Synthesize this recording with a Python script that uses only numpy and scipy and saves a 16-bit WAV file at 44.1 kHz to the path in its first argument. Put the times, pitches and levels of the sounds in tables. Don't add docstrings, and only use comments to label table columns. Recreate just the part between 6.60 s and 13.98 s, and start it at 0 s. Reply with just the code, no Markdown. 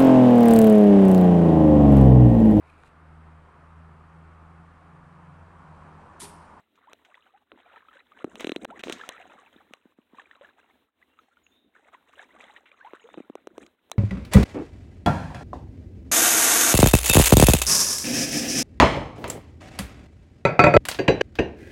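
import sys
import numpy as np
from scipy import signal
from scipy.fft import rfft, irfft, next_fast_len
from scipy.io import wavfile
from scipy.ndimage import uniform_filter1d, minimum_filter1d, map_coordinates

SR = 44100
rng = np.random.default_rng(int(sys.argv[2]) if len(sys.argv) > 2 else 0)


def store_pcm(level_fs):
    pcm = np.round(np.clip(level_fs, -1, 1) * 32767).astype(np.int16)
    wavfile.write(sys.argv[1], SR, np.atleast_2d(pcm).T)


N = 325458

# (f/Hz, level/dB)
DROPLET_SPECTRUM = [(200, -34), (600, -9.5), (1400, 2), (2300, 4.5), (3900, -1.5), (4500, -44.5),
                    (9000, -33.5)]


def amp(db):
    return 10 ** (np.asarray(db) / 20)


def unit(x):
    return x / np.sqrt(np.mean(x ** 2) + 1e-20)


def along(points, hz):
    f, v = np.transpose(points)
    return np.interp(np.log(hz + 1), np.log(f + 1), v)


def wobble(rate):
    return map_coordinates(rng.standard_normal(int(N * rate / SR) + 4), [np.arange(N) * rate / SR])


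def filtered(x, response):
    m = next_fast_len(N + SR // 2)
    return irfft(rfft(x, m) * response(np.fft.rfftfreq(m, 1 / SR)), m)[:N]


def coloured(x, spectrum):
    return unit(filtered(x, lambda hz: amp(along(spectrum, hz))))


def impulse(spectrum, size=1024):
    cepstrum = irfft(np.log(amp(along(spectrum, np.fft.rfftfreq(size, 1 / SR)))))
    cepstrum[1:size // 2] *= 2
    cepstrum[size // 2 + 1:] = 0
    pulse = irfft(np.exp(rfft(cepstrum)))
    return pulse / np.linalg.norm(pulse)


def add(track, s, sound):
    part = track[max(round(s * SR), 0):][:len(sound)]
    part += sound[:len(part)]


def fade(t, t60):
    return np.exp(-np.log(1000) * t / t60)


def bubble(t, hz, t60, rise, attack):
    return np.sin(2 * np.pi * hz * t * (1 + rise * t / 2)) * fade(t, t60) * (1 - np.exp(-t / attack))


def swarm(count, hz, octaves, cycles, climb, size_db, samples=1200):
    when, chance = rng.random((count, 2)).T
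    detune, life, lift = rng.standard_normal((count, 3)).T[:, :, None]
    pitch = np.clip(hz * 2 ** (octaves * detune), 120, SR / 4)
    t60 = np.minimum(cycles / pitch * np.exp(life / 2), 1.29 * samples / SR)
    gain = amp(-size_db * np.log(1 - .97 * chance))[:, None]
    rings = gain * bubble(np.arange(samples) / SR, pitch, t60, climb * (1 + lift) / t60, attack=0.00015)
    positions = (when * N).astype(int)[:, None] + np.arange(samples)
    x = np.bincount(positions.ravel(), rings.ravel(), N)[:N]
    local_power = np.abs(uniform_filter1d(x ** 2, size=5000))
    return unit(x / np.sqrt(local_power + 1e-9))


def crackle(rate, size_db):
    sizes = amp(size_db * np.minimum(rng.exponential(size=N), 4))
    return unit((rng.random(N) < rate / SR) * sizes * rng.choice([-1, 1], N))


def river():
    spectrum = [(20, -28.5), (45, -16.5), (80, -1), (125, -16.5), (260, 1), (450, -6.5), (1200, -14),
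                (3950, -14.5), (4500, -36), (16000, -27.5)]
    return amp(-74 + 3.1 * wobble(16)) * coloured(rng.standard_normal(N), spectrum)


def swell(crest, db, rise, ebb):
    t = np.arange(N) / SR - crest
    return amp(db - 20 * np.minimum(np.maximum(-t / rise, t / ebb), 10)) ** 2


def surge_levels():
    # (crest t/s, wash level/dB, rise/s, ebb/s, spray re wash/dB)
    surges = [(0.0, -64.5, .05, 0.092, -19), (0.19, -60, 0.033, 0.21, -30), (0.3, -53, 0.041, 0.053, -27),
              (0.47, -63, 0.23, 0.64, -21), (0.75, -68, 0.17, 0.12, -46), (1.008, -57.5, 0.11, 0.17, -30),
              (1.168, -56.5, 0.15, 0.14, -31), (1.37, -55.5, 0.17, 0.07, -24.5),
              (1.6, -56.5, 0.17, 0.25, -25.5), (1.818, -52, 0.16, 0.29, -11.5),
              (2.329, -47.5, 0.29, 0.64, -24), (2.65, -55.5, 0.23, 0.48, -23),
              (3.149, -70, 0.2, 0.46, -16.5), (3.578, -53, 0.07, 0.37, -24.5),
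              (3.85, -57, 0.065, 0.22, -26), (3.999, -62.5, .08, 0.22, -22.5),
              (4.42, -79.5, 0.19, 0.33, -18.5), (4.721, -71.5, 0.73, .25, -17), (5.17, -64, 0.086, 1, -20),
              (5.348, -62, 0.18, 0.057, -28.5), (5.61, -53.5, 0.16, 0.27, -20),
              (5.82, -53, 0.19, 0.41, -21.5), (6.252, -57.5, 0.27, 0.83, -33.5),
              (6.518, -61.5, 0.72, 0.31, -18), (7.03, -61.5, .12, 0.1, -12),
              (7.33, -68.5, .05, 0.21, -11.5)]
    # (crest t/s, gurgle level/dB, rise/s, ebb/s)
    heaves = [(0.93, -53.5, 0.022, 0.066), (1.68, -51.5, 0.12, 0.23), (1.83, -44, 0.19, 0.067),
              (2.048, -42, 0.11, 0.073), (2.3, -45, 0.36, 0.19), (2.73, -57.5, 0.19, 0.13),
              (3.05, -68.5, 0.54, 0.21), (3.87, -67, 0.096, 0.14), (5.06, -66, 0.1, 0.4),
              (5.75, -63, 0.21, .45), (6.59, -56, 0.18, 0.092), (7.03, -52, 0.28, 0.08),
              (7.36, -53, 0.077, .15)]
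    powers = [swell(*row[:-1]) for row in surges]
    wash = sum(powers)
    spray = sum(power * amp(row[-1]) ** 2 for power, row in zip(powers, surges))
    gurgle = wash * amp(-16.5) ** 2 + sum(swell(*row) for row in heaves)
    return 10 * np.log10([wash, gurgle, spray])


def slosh():
    # (f/Hz, level/dB)
    bubble_spectrum = [(200, -22), (500, -4.5), (1800, -2), (3950, -0.5), (4400, -39.5), (9000, -52)]
    rush_spectrum = [(200, -24.5), (450, 4.5), (750, -8.5), (1300, -0.5), (1900, 3), (2600, -6),
                     (3950, -4.5), (4400, -33), (5200, -60.5), (9000, -48.5)]
    gurgle_spectrum = [(30, -29.5), (75, -7.5), (125, -24), (190, -6), (270, -1), (420, -4.5), (700, -7.5),
                       (1500, -58)]
    spray_spectrum = [(3700, -21.5), (5000, -14.5), (6300, -1), (8300, 0.5), (9800, -7), (15000, -28)]
    wash_db, gurgle_db, spray_db = surge_levels()
    churn_db = 3.82 * wobble(45)
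    bursts = crackle(rate=650, size_db=5.5)
    small = swarm(count=3000, hz=1420, octaves=0.78, cycles=27, climb=.32, size_db=5.3)
    chirps = swarm(count=330, hz=1160, octaves=0.6, cycles=73, climb=0.54, size_db=5, samples=2600)
    bubbles = coloured(small + amp(-5) * chirps, bubble_spectrum)
    rush = coloured(rng.standard_normal(N) + amp(-4) * bursts, rush_spectrum)
    merged = amp(-8 + 0.7 * np.maximum(wash_db + 57, 0))
    wash = amp(wash_db + churn_db + 0.5) * (bubbles + merged * rush) / np.hypot(1, merged)
    pockets = swarm(count=600, hz=341, octaves=.55, cycles=12.3, climb=0.29, size_db=-3)
    gurgle = amp(gurgle_db - 0.5) * coloured(pockets + amp(9.5) * rng.standard_normal(N), gurgle_spectrum)
    pips = swarm(count=560, hz=7100, octaves=0.2, cycles=12, climb=0, size_db=6.5)
    pips *= amp(np.minimum(spray_db + 81, 0))
    fizz = amp(3) * rng.standard_normal(N) + amp(1.5) * bursts + pips
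    spray = amp(spray_db + churn_db) * coloured(fizz, spray_spectrum)
    return wash + gurgle + spray


def splats():
    landings = [(0.154, -57.5, 0.051, -11), (0.448, -49.5, 0.057, -14), (1.796, -37, 0.16, -15),
                (2.191, -39, 0.11, -17), (2.234, -52, 0.99, -2.5), (2.323, -41, 0.04, 9.5),
                (5.529, -44.5, 0.016, -12), (5.81, -52, 0.064, -11), (5.965, -46, 0.062, -35),
                (6.055, -51, 0.13, -38), (7.063, -35, 0.0083, -4.5)]
    sheet_spectrum = [(2500, -35), (4000, 1.5), (5200, -1), (6500, 3.5), (8500, -4), (10000, -17.5),
                      (16000, -23)]
    t, body, treble = np.arange(SR // 4) / SR, np.zeros(N), np.zeros(N)
    for s, db, t60, treble_db in landings:
        patter = amp(db) * fade(t, t60) * (1 - np.exp(-t / 0.0029))
        add(body, s, patter)
        add(treble, s, amp(treble_db) * patter)
    drops = rng.standard_normal(N) + amp(-3) * crackle(rate=1200, size_db=6)
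    return body * coloured(drops, DROPLET_SPECTRUM) + treble * coloured(drops, sheet_spectrum)


def glugs_and_plops():
    # (t/s, relative level/dB, start f/Hz, climb/(start pitches per s))
    glugs = [(0.272, -52, 772, 23), (0.738, -55, 726, 6.6), (2.107, -40.5, 612, 21),
             (6.207, -48.5, 1464, 10), (6.247, -40, 789, 8.6), (6.441, -44.5, 430, 5.8)]
    # (t/s, relative level/dB, start f/Hz)
    plops = [(0.543, -39.5, 1950), (0.552, -41, 3370), (0.572, -52, 970), (1.06, -52.5, 676),
             (1.12, -52, 1326), (1.159, -44, 1760), (1.176, -47.5, 1720), (1.285, -40.5, 1280),
             (1.354, -53, 520), (1.369, -44, 1520), (1.519, -43, 1187), (2.102, -38, 1320),
             (2.412, -30.5, 1665), (2.436, -32.5, 1320), (2.564, -42, 1380), (2.6, -42.5, 710),
             (2.654, -45, 710), (2.868, -48.5, 883), (3.584, -40, 1090), (3.596, -36.5, 1760),
             (3.712, -42, 1800), (3.811, -46, 535), (3.846, -42, 1660), (4.426, -49.5, 1945),
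             (4.589, -45.5, 1265), (4.77, -51.5, 1390), (4.866, -49.5, 2673), (5.152, -49, 1460),
             (5.346, -48.5, 1010), (5.593, -38.5, 1660), (5.763, -45, 1150), (5.804, -37.5, 1980),
             (5.963, -38, 1840), (6.116, -43.5, 2370)]
    plop_cycles, glug_t60, glug_hold_s = 44.5, 0.096, 0.014
    rings, ticks, t = np.zeros(N), np.zeros(N), np.arange(SR // 6) / SR
    for s, db, hz in plops:
        add(rings, s, amp(db + 1.5) * bubble(t, hz, t60=plop_cycles / hz, rise=4.2, attack=0.0005))
    sustain = 1 / fade(np.minimum(t, glug_hold_s), glug_t60)
    for s, db, hz, rise in glugs:
        add(rings, s, amp(db) * sustain * bubble(t, hz, glug_t60, rise, attack=0.00067))
    tick = impulse(DROPLET_SPECTRUM)
    for s, db, *_ in plops + glugs:
        burst = rng.standard_normal(len(t)) * fade(t, t60=.014)
        add(ticks, s, amp(db - 8.5) * np.convolve(burst, tick))
    return rings * amp(3 * wobble(250)) + ticks


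def knocks():
    # (t/s, thump/dB, nominal f/Hz, click/dB, edge re click/dB)
    blows = [(0.3324, -42, 470, -38, -6), (0.918, -36.5, 543, -40.5, -38.5), (1.6437, -13.5, 360, -33, -14),
             (1.7558, -34.5, 600, -33, -12), (1.8019, -42, 650, -34, -15), (1.8077, -28, 497, -32, -1),
             (2.0476, -27.5, 432, -33, -4.5), (2.0513, -17, 524, -25, -20.5), (2.1946, -39, 383, -38.5, -9),
             (2.237, -27, 507, -19.5, -15.5), (2.271, -29, 400, -40, -16),
             (2.2824, -26.5, 355, -32.5, -22.5), (2.2976, -22, 393, -23.5, -9), (2.3247, -36, 294, -19, -7),
             (2.4907, -28, 540, -22.5, -5.5), (3.1366, -36, 567, -33.5, -11),
             (6.3343, -30, 406, -44.5, -18), (6.4895, -43, 575, -67, -23), (6.542, -35, 540, -43, -34),
             (7.2989, -49, 490, -58, 0), (7.3161, -22.5, 660, -17.5, 1)]
    # (list of t/s, then as for single blows)
    runs = [([1.845, 1.8705, 1.894, 1.919, 1.9618], -20, 358, -19, -18.5),
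            ([2.9611, 3.1087, 3.2553, 3.3867, 3.5338], -46, 275, -71, -17),
            ([6.5751, 6.581, 6.6028, 6.6987], -30.5, 312, -51, -18), ([6.7541, 6.872, 6.9805],
            -27.5, 422, -41, -5.5)]
    # (f/Hz, level/dB)
    click_spectrum = [(40, -8.5), (130, -11.5), (280, -4.5), (700, -30), (1400, -5.5), (2700, 4),
                      (3900, -2.5), (4500, -19), (6000, -56), (20000, -44.5)]
    edge_spectrum = [(1000, -34.5), (3800, -16), (4800, -9), (6000, 4), (7300, -6), (8500, 1), (10000, -12),
                     (15000, -16.5)]
    slap_spectrum = [(150, -32), (500, 1), (1300, 9), (1700, -2.5), (4500, -39)]
    thumps, contacts, t = np.zeros(N), np.zeros(N), np.arange(SR // 20) / SR
    click, edge, slap = impulse(click_spectrum), impulse(edge_spectrum), impulse(slap_spectrum)
    repeats = [(s, *blow) for times, *blow in runs for s in times]
    for s, thump_db, hz, click_db, edge_db in blows + repeats:
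        pitch = hz * (0.82 + 0.95 * np.exp(-t / .0011))
        phase = 2 * np.pi * np.cumsum(pitch) / SR
        t60 = 0.0175 * (330 / hz) ** 1.5
        add(thumps, s, -amp(thump_db + 7.8) * np.sin(phase) * fade(t, t60) * (1 - np.exp(-t / 0.0008)))
        contact = 0.08 * rng.standard_normal(len(t)) * fade(t, t60=0.0045)
        contact[0] = 1
        contact /= np.linalg.norm(contact)
        add(contacts, s, amp(click_db + 12.5) * np.convolve(contact, click + amp(edge_db) * edge))
        smack = np.convolve(rng.standard_normal(len(t)) * fade(t, t60=0.0062), slap)
        add(contacts, s, amp(thump_db - 9) * (hz / 400) ** 2 * smack)
    radiation = signal.butter(3, 165, "high", fs=SR, output="sos")
    return signal.sosfilt(radiation, thumps) + contacts


def bird():
    # (t/s into the phrase, length/s, start f/Hz, middle f/Hz, end f/Hz, relative level/dB)
    phrase = [(0, 0.054, 2710, 2770, 3400, -72.5), (0.089, 0.061, 7100, 6000, 4740, -81.5),
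              (.12, 0.021, 4150, 4260, 4200, -80), (.34, .045, 7100, 6600, 6190, -71),
              (0.401, 0.2, 3450, 3910, 3500, -59)]
    entries = [(4.49, 2.5), (6.065, 3)]
    song = np.zeros(N)
    for offset, length, *glide, db in phrase:
        t = np.arange(0, length, 1 / SR)
        pitch = np.interp(t, [0, length / 2, length], glide)
        tone = np.sin(2 * np.pi * np.cumsum(pitch) / SR)
        note = tone * fade(t, t60=0.23) * signal.windows.tukey(len(t))
        for s, gain_db in entries:
            add(song, s + offset, amp(db + gain_db) * note)
    return song + banks(song)


def banks(x):
    decay_times = [(200, .25), (3000, 0.67), (7000, 0.35), (14000, 0.073)]
    hz, t, noise = signal.stft(rng.standard_normal(SR // 2), SR, nperseg=256)
    tail = signal.istft(noise * fade(t, along(decay_times, hz)[:, None]), SR, nperseg=256)[1]
    return signal.fftconvolve(x, tail / np.linalg.norm(tail))[:N]


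def scene():
    return (river() + slosh() + splats() + glugs_and_plops() + knocks() + bird())[None]


def record(dry):
    resonances = [(3750, 370), (4020, 69)]
    dips = [(2.053, 2.077, -18.5), (2.216, 2.232, -28)]
    ceiling_db, hush_below_db, hush_depth_db, top_hz = -20.5, -70.5, 12, 16200
    x, t = dry[0], np.arange(N) / SR
    for centre, width in resonances:
        def all_pass(f):
            resonance = centre ** 2 - f * f + 1j * f * width
            return resonance.conj() / resonance
        x = filtered(x, all_pass)
    limiter_gain = np.minimum(1, amp(ceiling_db) / (np.abs(x) + 1e-9))
    x = x * uniform_filter1d(minimum_filter1d(limiter_gain, size=41), size=41)
    level_db = 10 * np.log10(np.abs(uniform_filter1d(x ** 2, size=1500)) + 1e-12)
    hush_db = np.clip(hush_below_db - level_db, 0, hush_depth_db)
    dip_db = sum(float(db) * ((t > start) & (t < end)) for start, end, db in dips)
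    x = x * amp(uniform_filter1d(dip_db, size=90) - hush_db)
    return filtered(x, lambda hz: hz < top_hz)[None]


dry = scene()
out = record(dry)
store_pcm(out)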